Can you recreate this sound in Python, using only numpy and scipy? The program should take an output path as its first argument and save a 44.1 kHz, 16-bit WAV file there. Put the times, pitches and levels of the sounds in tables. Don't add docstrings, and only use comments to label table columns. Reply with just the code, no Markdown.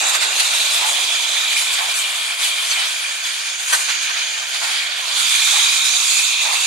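import sys
import numpy as np
from scipy import signal
from scipy.io import wavfile

SR = 44100
rng = np.random.default_rng(int(sys.argv[2]) if len(sys.argv) > 2 else 0)


def store_wav(level_fs):
    pcm = np.round(np.clip(np.atleast_2d(level_fs), -1, 1) * 32767)
    wavfile.write(sys.argv[1], SR, pcm.T.astype(np.int16))


N = 293706
STEP = 64
TICKS = np.arange(N // STEP + 2) * STEP / SR

# (time [s], deep rumble [dB], rolling [dB], cylinder steam [dB],
# valve steam [dB], fine jet [dB], left-minus-right pan [dB])
TRAIN = [(0.0, -34.5, -30.5, -25.5, -24.5, -24.5, -1), (0.18, -31.5, -34, -24, -32, -36, -3),
         (0.39, -35.5, -35.5, -21, -26.5, -24.5, -0.5), (0.65, -38, -35, -20, -25.5, -24.5, -1.5),
         (0.96, -35.5, -37, -20, -31, -26, -2), (1.3, -39.5, -38.5, -23, -27.5, -28, -2.5),
         (1.72, -41.5, -36, -22, -31, -26.5, -1), (2.39, -43, -38.5, -24, -51, -28.5, 0),
         (2.71, -42.5, -39.5, -23.5, -31, -27, -0.5), (3.19, -47, -41, -26.5, -31.5, -33, -0.5),
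         (3.56, -46, -44, -28, -30, -33.5, 0), (3.76, -43.5, -41, -25, -28.5, -22, -0.5),
         (3.95, -47, -42, -25.5, -27, -39, -2.5), (4.38, -43.5, -47, -26.5, -31.5, -35.5, -1),
         (4.67, -44.5, -52, -30, -28, -30, -2), (4.88, -43, -40, -25.5, -40, -35.5, -1.5),
         (5.14, -40.5, -36, -23, -28, -28, -3.5), (5.34, -46, -38, -20, -23.5, -22, -4),
         (5.49, -44, -34, -19.5, -23, -22.5, -3.5), (5.99, -44, -37, -22, -22, -24.5, -4),
         (6.4, -44, -36.5, -21, -26, -28.5, -3), (6.66, -43, -35, -22, -24, -24.5, -4)]
# (frequency [Hz], density [dB per Hz])
VALVE_COLOUR = [(4500, 0.5), (5600, -2.5), (6500, 3), (7200, 4), (8000, -31), (9500, -4.5)]
JET_COLOUR = [(5000, -10.5), (8000, 3), (9200, -4), (10000, -1), (11300, -10.5), (12700, -10), (14300, -20),
              (15000, -16), (16000, -27)]
# (time [s], peak level [dB])
BEATS = [(.03, -36), (.825, -26), (1.81, -28.5), (2.76, -34.5), (3.72, -30.5), (4.625, -34), (5.54, -32),
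         (6.46, -26)]
BEAT_RISE_S = .013


def from_db(db):
    return 10 ** (np.asarray(db) / 20)


def rms_one(x):
    return x / np.sqrt(np.mean(x ** 2) + 1e-20)


def at_hz(points, hz):
    return np.interp(np.log(hz), np.log(np.array(points)[:, 0]), np.array(points)[:, 1])


def share(points, hz, width):
    low, high = points[0][0], points[-1][0]
    grid = np.geomspace(low, high, num=200)
    total = np.sum(from_db(2 * at_hz(points, grid)) * np.gradient(grid))
    return from_db(2 * at_hz(points, hz)) * width / total * (low <= hz <= high)


def drift(rate):
    r = np.exp(-2 * np.pi * rate * STEP / SR)
    settling = 1000
    noise = rng.standard_normal(len(TICKS) + settling)
    return rms_one(signal.lfilter([1], [1, -2 * r, r * r], noise)[settling:])


def swells(rows, t, rise, fall):
    s, db = np.transpose(rows)[:, :, None]
    shape = np.exp(-((t - s) / np.where(t < s, rise, fall)) ** 2)
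    return np.sum(from_db(2 * db) * shape, axis=0)


def panned(db):
    return from_db(np.array([db / 2, -db / 2]))


def poles(hz, width):
    r = np.exp(-np.pi * width / SR)
    return np.array([1, -2 * r * np.cos(2 * np.pi * hz / SR), r * r])


def resonate(x, hz, width):
    a = poles(hz, width)
    return signal.lfilter(np.array([1, 0, -1]) * (1 - a[2]) / 2, a, x, axis=-1)


def steady_train():
    # (frequency [Hz], density [dB per Hz])
    rail_colour = [(90, -61), (160, -38), (250, -21), (420, -12.5), (700, 0.5), (1000, -3.5), (1500, -46)]
    rolling_colour = [(700, -15), (850, -5), (1100, 4.5), (1300, 1), (1500, -3)]
    cylinder_colour = [(1500, -60), (2000, -10.5), (2400, -6), (2800, -1.5), (3600, -2.5), (4300, -5.5),
                       (5200, -11), (6500, -17)]
    upper_roll_colour = [(1250, -13.5), (1450, -0.5), (1800, 1), (2050, -2.5), (2400, -52)]
    # (time [s], level [dB])
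    upper_roll_level = [(0.0, -32), (0.2, -31.5), (0.48, -34), (1.26, -39.5), (1.52, -40), (2.06, -34.5),
                        (2.37, -39), (2.69, -35.5), (2.95, -36), (3.04, -35.5), (3.71, -36), (3.86, -34),
                        (3.97, -33), (4.41, -39.5), (4.75, -35.5), (4.99, -34), (5.57, -35), (5.73, -35.5),
                        (6.31, -46), (6.66, -38)]
    # (time [s], change at the centre [dB])
    level_changes = [(.19, -4.5), (2.36, -3.5), (3.22, -2.5), (3.65, -1.5), (4.0, 0.5), (4.3, 1.5),
                     (3.57, -2.5), (4.47, -1.5), (5.03, -2.5), (5.44, -0.5), (5.68, 0), (5.82, -2.5),
                     (6.2, 0), (6.36, -3), (6.49, -2)]
    change_s = 0.029
    change_db = sum(db * np.exp(-((TICKS - t) / change_s) ** 2) for t, db in level_changes)
    s, *levels, _ = np.transpose(TRAIN)
    levels_db = [np.interp(TICKS, s, db) for db in levels]
    levels_db.append(np.interp(TICKS, *np.transpose(upper_roll_level)))
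    powers = [from_db(2 * (db + change_db)) for db in levels_db]
    colours = [rail_colour, rolling_colour, cylinder_colour, VALVE_COLOUR, JET_COLOUR, upper_roll_colour]
    return list(zip(powers, colours))


def chimney_beats():
    # (frequency [Hz], density [dB per Hz])
    beat_colour = [(300, -35), (520, -7.5), (700, -2), (880, 2), (1100, 3.5), (1400, -4.5), (1700, -0.5),
                   (2500, 1), (6000, -24), (12000, -26)]
    bark_colour = [(660, -8.5), (760, -8), (880, -1), (980, -5)]
    beat_fall_s, bark_fall_s = .08, .05
    bark_db, ragged_db = -2, 1.5
    beat = swells(BEATS, TICKS, BEAT_RISE_S, beat_fall_s) * from_db(2 * ragged_db * drift(59.0))
    bark = from_db(2 * bark_db) * swells(BEATS, TICKS, BEAT_RISE_S, bark_fall_s)
    return [(bark, bark_colour), (beat, beat_colour)]


def steam_puffs():
    # (time [s], body peak [dB], bright hiss peak [dB], length: rise plus fall constant [s])
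    puffs = np.array([(0.087, -42, -20, 0.039), (0.151, -19.5, -21.5, 0.039), (0.225, -18, -22, 0.043),
                      (0.403, -15, -18, 0.015), (0.755, -26.5, -23, 0.045), (0.89, -40, -23, 0.091),
                      (1.362, -25, -39, 0.16), (1.442, -33, -40, 0.025), (1.527, -23.5, -29, 0.024),
                      (1.595, -26, -21.5, 0.067), (1.736, -42, -22.5, 0.018), (1.788, -18.5, -40, 0.02),
                      (1.98, -41, -24, 0.071), (2.443, -21.5, -21.5, 0.076), (2.59, -26, -40, 0.021),
                      (2.715, -19, -32, 0.024), (2.815, -21, -36, 0.09), (3.27, -25, -30.5, 0.048),
                      (3.738, -19, -19, .03), (3.707, -21.5, -26, 0.028), (3.901, -23.5, -29, 0.069),
                      (4.031, -38, -32.5, 0.048), (4.169, -23.5, -37, 0.088), (4.55, -22.5, -43, 0.046),
                      (4.633, -22, -31.5, 0.034), (4.725, -21.5, -34.5, 0.2), (5.193, -26, -24, 0.055),
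                      (5.289, -42, -31, 0.053), (5.565, -24, -23.5, 0.13), (5.86, -24.5, -21, 0.021),
                      (6.147, -38, -22, 0.2), (6.432, -42, -26, 0.027), (6.527, -42, -34, 0.024)])
    # (frequency [Hz], density [dB per Hz])
    body_colour = [(400, -17), (800, 0.5), (1500, 5), (2600, 12.5), (3600, 10.5), (4500, 9), (6500, -3),
                   (9500, -18), (15000, -51)]
    rise_share = 0.41
    valve_db = -5.5
    length = puffs[:, 3:]
    rise, fall = rise_share * length, (1 - rise_share) * length
    body = swells(puffs[:, [0, 1]], TICKS, rise, fall)
    bright = swells(puffs[:, [0, 2]], TICKS, rise, fall)
    return [(body, body_colour), (bright * from_db(2 * valve_db), VALVE_COLOUR), (bright, JET_COLOUR)]


def steam_and_wheels(gust_db, patch_db, flicker_db):
    # (frequency [Hz], correlation)
    likeness = [(100, .95), (250, 0.97), (640, 0.64), (1000, 0.46), (1500, 0.52), (2300, 0.7), (4000, 0.45),
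                (7000, 0.41), (15000, 0.22)]
    # (frequency [Hz], left-minus-right level [dB])
    lean = [(110, 0), (200, 4), (380, -0.5), (700, -3), (1290, -4), (1950, -5.5), (2400, -1), (3200, 1),
            (4400, -7.5), (6800, -2.5), (8300, 4), (11000, 2), (15000, 0)]
    sources = steady_train() + chimney_beats() + steam_puffs()
    train = np.array(TRAIN)
    pan = np.interp(TICKS, train[:, 0], train[:, -1]) - np.mean(train[:, -1])
    edges = np.r_[np.geomspace(90, 500, num=6), np.geomspace(500, 16000, num=36)[1:]]
    white = rng.standard_normal((2, 2, N))
    gust, patch = drift(23.0), drift(9.9)
    out, at = np.zeros((2, N)), np.arange(N) / SR
    for k, (low, high) in enumerate(zip(edges, edges[1:])):
        hz, width = np.sqrt(low * high), high - low
        band = signal.butter(2, [low, high], "band", fs=SR, output="sos")
        mid, side = signal.sosfilt(band, white[k % 2])
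        power = sum(p * share(colour, hz, width) for p, colour in sources)
        patch = .8 * patch + .6 * drift(7.)
        tilt = -1 + 900 / max(hz, 500)
        wobble_db = gust_db * gust + patch_db * tilt * patch + flicker_db * drift(14.8)
        gain = np.sqrt(power * SR / 2 / width) * from_db(wobble_db)
        alike = np.clip(at_hz(likeness, hz), -.95, .98)
        pair = np.sqrt((1 + alike) / 2) * mid + np.sqrt((1 - alike) / 2) * side * [[1], [-1]]
        ears = gain * panned(pan * min(1, hz / 600) + at_hz(lean, hz))
        out += pair * [np.interp(at, TICKS, g) for g in ears]
    return out


def leak(rows, width, alike, pan_db, flicker_db):
    s, hz, db = np.transpose(rows)
    at = np.arange(N) / SR
    low_pass = signal.butter(2, width / 2, fs=SR, output="sos")
    slow = signal.sosfilt(low_pass, rng.standard_normal((4, N)))
    phase = 2 * np.pi * np.cumsum(np.interp(at, s, hz)) / SR
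    mid, side = slow[:2] * np.cos(phase) + slow[2:] * np.sin(phase)
    alike = np.clip(alike, 0, 1)
    pair = rms_one(np.sqrt(1 + alike) * mid + np.sqrt(1 - alike) * side * [[1], [-1]])
    level_db = np.interp(at, s, db) + flicker_db * np.interp(at, TICKS, drift(31.0))
    return pair * from_db(level_db) * panned(pan_db)[:, None]


def wandering_leaks():
    # (time [s], centre frequency [Hz], level before flicker [dB])
    high_leak = [(0, 3750, -26), (.5, 3600, -30.5), (.9, 3400, -28), (1.2, 3364, -25.5), (1.4, 3735, -27.5),
                 (1.9, 3414, -36), (2.4, 3293, -34), (3.5, 3305, -37), (4.4, 3330, -40), (5.1, 3400, -33),
                 (5.18, 3454, -23.5), (5.35, 3485, -23.5), (5.5, 3700, -25), (5.75, 3790, -24),
                 (5.97, 3750, -24.5), (6.07, 3480, -29), (6.3, 3620, -28), (6.45, 3530, -29.5),
                 (6.66, 3610, -27)]
    low_leak = [(0, 2550, -25), (.6, 2500, -39), (1.5, 2400, -35.5), (2.3, 2350, -38), (3.3, 2400, -36),
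                (4, 2400, -31), (4.7, 2380, -36), (5.25, 2420, -43), (5.33, 2450, -29), (5.7, 2470, -29),
                (5.95, 2480, -32), (6.3, 2530, -25), (6.66, 2570, -29)]
    top_leak = [(0, 7440, -28), (.6, 6740, -36), (3, 6790, -41), (3.9, 6500, -31), (4.8, 6806, -39),
                (5.2, 6670, -44), (5.5, 6500, -31), (5.8, 6840, -26.5), (6.15, 7000, -25),
                (6.35, 6820, -34), (6.66, 6800, -37)]
    high = leak(high_leak, width=380, alike=.6, pan_db=-1.5, flicker_db=2.1)
    low = leak(low_leak, width=340, alike=0.62, pan_db=-1.5, flicker_db=1.3)
    top = leak(top_leak, width=700., alike=0.49, pan_db=-3.5, flicker_db=2.5)
    return high + low + top


def whistles(per_s, width, under_db):
    s, steam_db = np.transpose(TRAIN)[[0, 3]]
    out, soft = np.zeros((2, N)), np.hanning(600)
    ticks = N // STEP + 1
    for hz in np.geomspace(2300, 4600, num=16):
        started = rng.random(ticks) < per_s * STEP / SR / 16
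        starts = started * rng.random(ticks)
        gate = signal.oaconvolve(np.repeat(starts, STEP)[:N], soft)[:N]
        rung = resonate(gate * rng.standard_normal(N) + 1e-18, hz, width)
        out += rung * panned(rng.normal(0, 2.6))[:, None] / np.sqrt(hz)
    return rms_one(out) * from_db(np.interp(np.arange(N) / SR, s, steam_db) + under_db)


def turbo(uneven_db, rattle, shade_db):
    # (time [s], relative level [dB])
    turbo_level = [(0, -29.5), (.6, -34), (1.1, -34.5), (1.4, -31.5), (1.9, -33), (2.3, -32.5),
                   (2.7, -32.5), (3.1, -34.5), (3.6, -36), (4, -30.5), (4.3, -33.5), (4.6, -35.5),
                   (5.1, -34), (5.4, -29), (5.9, -32), (6.66, -31)]
    # (time [s], speed [turns per s])
    shaft = [(0, 57.95), (3, 58.09), (4.3, 58.22), (6.66, 58.2)]
    # (frequency [Hz], width of each of two passes [Hz], gain [dB], left-minus-right pan [dB])
    casing = [(873, 22, -14, -6), (966, 39, -44, 3), (1318, 50, -7.5, -11), (1526, 76, -4.5, 2),
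              (1795, 89, -4.5, -8), (2167, 29, 1.5, 6), (2371, 144, 4, -9.5), (2475, 80, -0.5, 6),
              (2840, 80, -7, 10), (3085, 58, -1, 8), (3277, 105, -7.5, -15)]
    first_turn = .36
    boiler_echo, echo_s = 0.33, .00415
    stagger_s = .0032
    at = np.arange(N) / SR
    speed = np.interp(at, *np.transpose(shaft))
    turns = first_turn + np.cumsum(speed) / SR
    knocks = np.diff(np.floor(turns), prepend=0) * from_db(uneven_db * rng.standard_normal(N))
    drive = knocks + rattle * np.exp(-(turns % 1) / 0.56) * rng.standard_normal(N)
    drive = drive + boiler_echo * np.roll(drive, round(echo_s * SR))
    drive = drive * from_db(np.interp(at, TICKS, 1.5 * drift(6.)) - 5.5)
    drive = drive * from_db(np.interp(at, *np.transpose(turbo_level))) * SR / speed / 2
    out = np.zeros((2, N))
    for k, (hz, width, db, pan) in enumerate(casing):
        struck = np.roll(drive, round(k * stagger_s * SR))
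        rung = resonate(resonate(struck, hz, width), hz, width)
        gain = from_db(db + shade_db * np.interp(at, TICKS, drift(6.6)))
        out += (-1) ** k * gain * rung * panned(pan)[:, None]
    return out


def rods(pan_db):
    # (time [s], peak level of the exciting burst [dB])
    bearing_knocks = [(.15, -32), (1.44, -42), (3.735, -27), (3.89, -37), (4.1, -38), (4.37, -44),
                      (4.42, -40.5), (4.49, -47)]
    # (frequency [Hz], width [Hz], level [dB])
    modes = [(720, 350, -22), (1090, 81, -19), (1246, 130, 4), (1554, 56, 8), (1810, 110, 2.5),
             (2470, 140, 5), (2030, 450, -6.5), (2870, 400, -7), (5900, 370, 3)]
    rise_s, fall_s = 0.007, 0.015
    power = swells(bearing_knocks, TICKS, rise_s, fall_s)
    level = np.sqrt(np.interp(np.arange(N) / SR, TICKS, power) + 1e-18)
    burst = rng.standard_normal(N) * level
    rung = sum(from_db(db) * np.sqrt(SR / np.pi / width) * resonate(burst, hz, width)
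               for hz, width, db in modes)
    no_bass = signal.butter(4, 520, "high", fs=SR, output="sos")
    return signal.sosfilt(no_bass, rung) * panned(pan_db)[:, None]


def thumps():
    # (time [s], peak level [dB])
    bumps = [(.41, -77), (.99, -81), (1.26, -84), (1.43, -86), (3.9, -89), (4.13, -86), (4.42, -85),
             (4.64, -81), (4.79, -81), (5.17, -77), (5.63, -74), (6.53, -81)]
    thump_s, top_hz, murmur_db = 0.026, 110, -100
    power = swells(bumps, TICKS, thump_s, thump_s) + from_db(2 * murmur_db)
    band = signal.butter(2, [25, top_hz], "band", fs=SR, output="sos")
    low = signal.sosfilt(band, rng.standard_normal(N))
    return rms_one(low) * np.sqrt(np.interp(np.arange(N) / SR, TICKS, power))


def squeak():
    # (time [s], mean frequency [Hz], relative level [dB], length [s])
    rubs = [(2.437, 3390, -21, 0.019), (2.458, 3030, -22, 0.023), (2.595, 3150, -19, 0.012),
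            (2.637, 3530, -25, .015), (2.65, 4300, -31, 0.011), (2.656, 6130, -30, 0.035),
            (2.724, 3100, -27, 0.017), (2.712, 6140, -18.5, 0.02), (2.72, 4400, -24, 0.018),
            (2.782, 3120, -21, .018), (2.83, 3770, -26, 0.037), (2.813, 3040, -28, .02),
            (2.846, 3380, -28, .012), (2.978, 3310, -25, .015), (3.258, 3400, -24, 0.023)]
    waver_hz = 25
    at = np.arange(N) / SR
    waver = np.cumsum(waver_hz * np.interp(at, TICKS, drift(25.))) / SR
    out = np.zeros(N)
    for (s, hz, db, length), phase in zip(rubs, rng.random(len(rubs))):
        near = slice(round((s - .1) * SR), round((s + .1) * SR))
        level = np.sqrt(2 * swells([(s, db)], at[near], length / 2, length / 2))
        out[near] += level * np.sin(2 * np.pi * (hz * at[near] + waver[near] + phase))
    return out


def swung(x, size=256):
    # (time [s], turn [0 along the track to 1 facing the engine],
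    # strength of the body's colouring [0-1])
    swing = [(0, 1., 0.9), (.4, 0.76, 0.5), (.85, 0.3, 0.7), (1.5, 0.24, 1), (2.1, 0.17, 0.45),
             (2.7, 0.19, 0.6), (3.3, 0.18, 0.3), (3.7, 0.065, 0), (4.1, 0.041, 0.1), (4.8, 0.15, 0.51),
             (5.15, 0.11, 0.16), (5.4, 0.34, 0.84), (5.7, 0.28, 1), (6.1, 0.56, 0.7), (6.35, 0.41, 0.9),
             (6.66, 1, 0.8)]
    # (frequency at turn 0 [Hz], frequency at turn 1 [Hz], width [Hz], gain at full strength [dB])
    body_modes = [(2720, 3110, 304, -10), (3710, 5980, 105, -17), (10750, 10200, 1500, -3.5),
                  (2230, 2760, 195, 3), (3020, 4000, 135, 2), (3580, 3910, 120, 2), (6000, 6900, 650, 0),
                  (1240, 7900, 690, 1.5)]
    s, turn, strength = np.transpose(swing)
    starts = np.arange(0, N, size)
    turn, strength = np.interp(starts / SR, s, turn), np.interp(starts / SR, s, strength)
    for along_hz, facing_hz, width, db in body_modes:
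        state, parts = np.zeros((2, 2)), []
        centres = along_hz + (facing_hz - along_hz) * turn
        for i, centre, keep in zip(starts, centres, from_db(db * strength)):
            a, block = poles(centre, width), x[:, i:i + size]
            b = np.array([1, 0, -1]) * (1 - a[2]) / 2
            rung, state = signal.lfilter(b, a, block, zi=state)
            parts.append(block + (keep - 1) * rung)
        x = np.hstack(parts)
    return x


def scene():
    noise = steam_and_wheels(gust_db=0.5, patch_db=0.13, flicker_db=1.76)
    leaks = wandering_leaks() + whistles(per_s=150., width=25, under_db=-13)
    generator = turbo(uneven_db=-2.5, rattle=0.02, shade_db=1.5)
    squeaks = from_db(-1.5) * squeak()
    return noise + leaks + generator + rods(pan_db=-2.0) + squeaks


def record(dry):
    # (frequency [Hz], width [Hz], left gain [dB], right gain [dB])
    ports = [(1366, 200, -2.5, 5), (2425, 380, -0.5, -4), (3700, 310, -3, 2), (4310, 320, -1, 2.5),
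             (5350, 1300, 1.5, -4), (6360, 200, -10, 2), (7340, 3400, -2, 0.5), (9470, 810, 4.5, 3)]
    # (frequency [Hz], width [Hz])
    right_lag = (1300, 545)
    widen_s, widen_share = .002007, .6
    bass_cut_hz, cutoff_hz = 170, 15500
    heard = swung(dry)
    for hz, width, *ear_db in ports:
        heard = heard + (from_db(ear_db)[:, None] - 1) * resonate(heard, hz, width)
    lag = poles(*right_lag)
    heard[1] = signal.lfilter(lag[::-1], lag, heard[1])
    at = np.arange(N)
    side = (heard[0] - heard[1]) / 2
    echo = widen_share * np.interp(at - widen_s * SR, at, side, left=0)
    rounded = 2.2 * np.tanh((heard + echo * [[1], [-1]]) / 2.2)
    bass_cut = signal.butter(4, bass_cut_hz, "high", fs=SR, output="sos")
    thin = signal.sosfilt(bass_cut, rounded) + thumps()
    return signal.sosfilt(signal.ellip(14, .5, 100, cutoff_hz, fs=SR, output="sos"), thin)


dry = scene()
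out = record(dry)
store_wav(out)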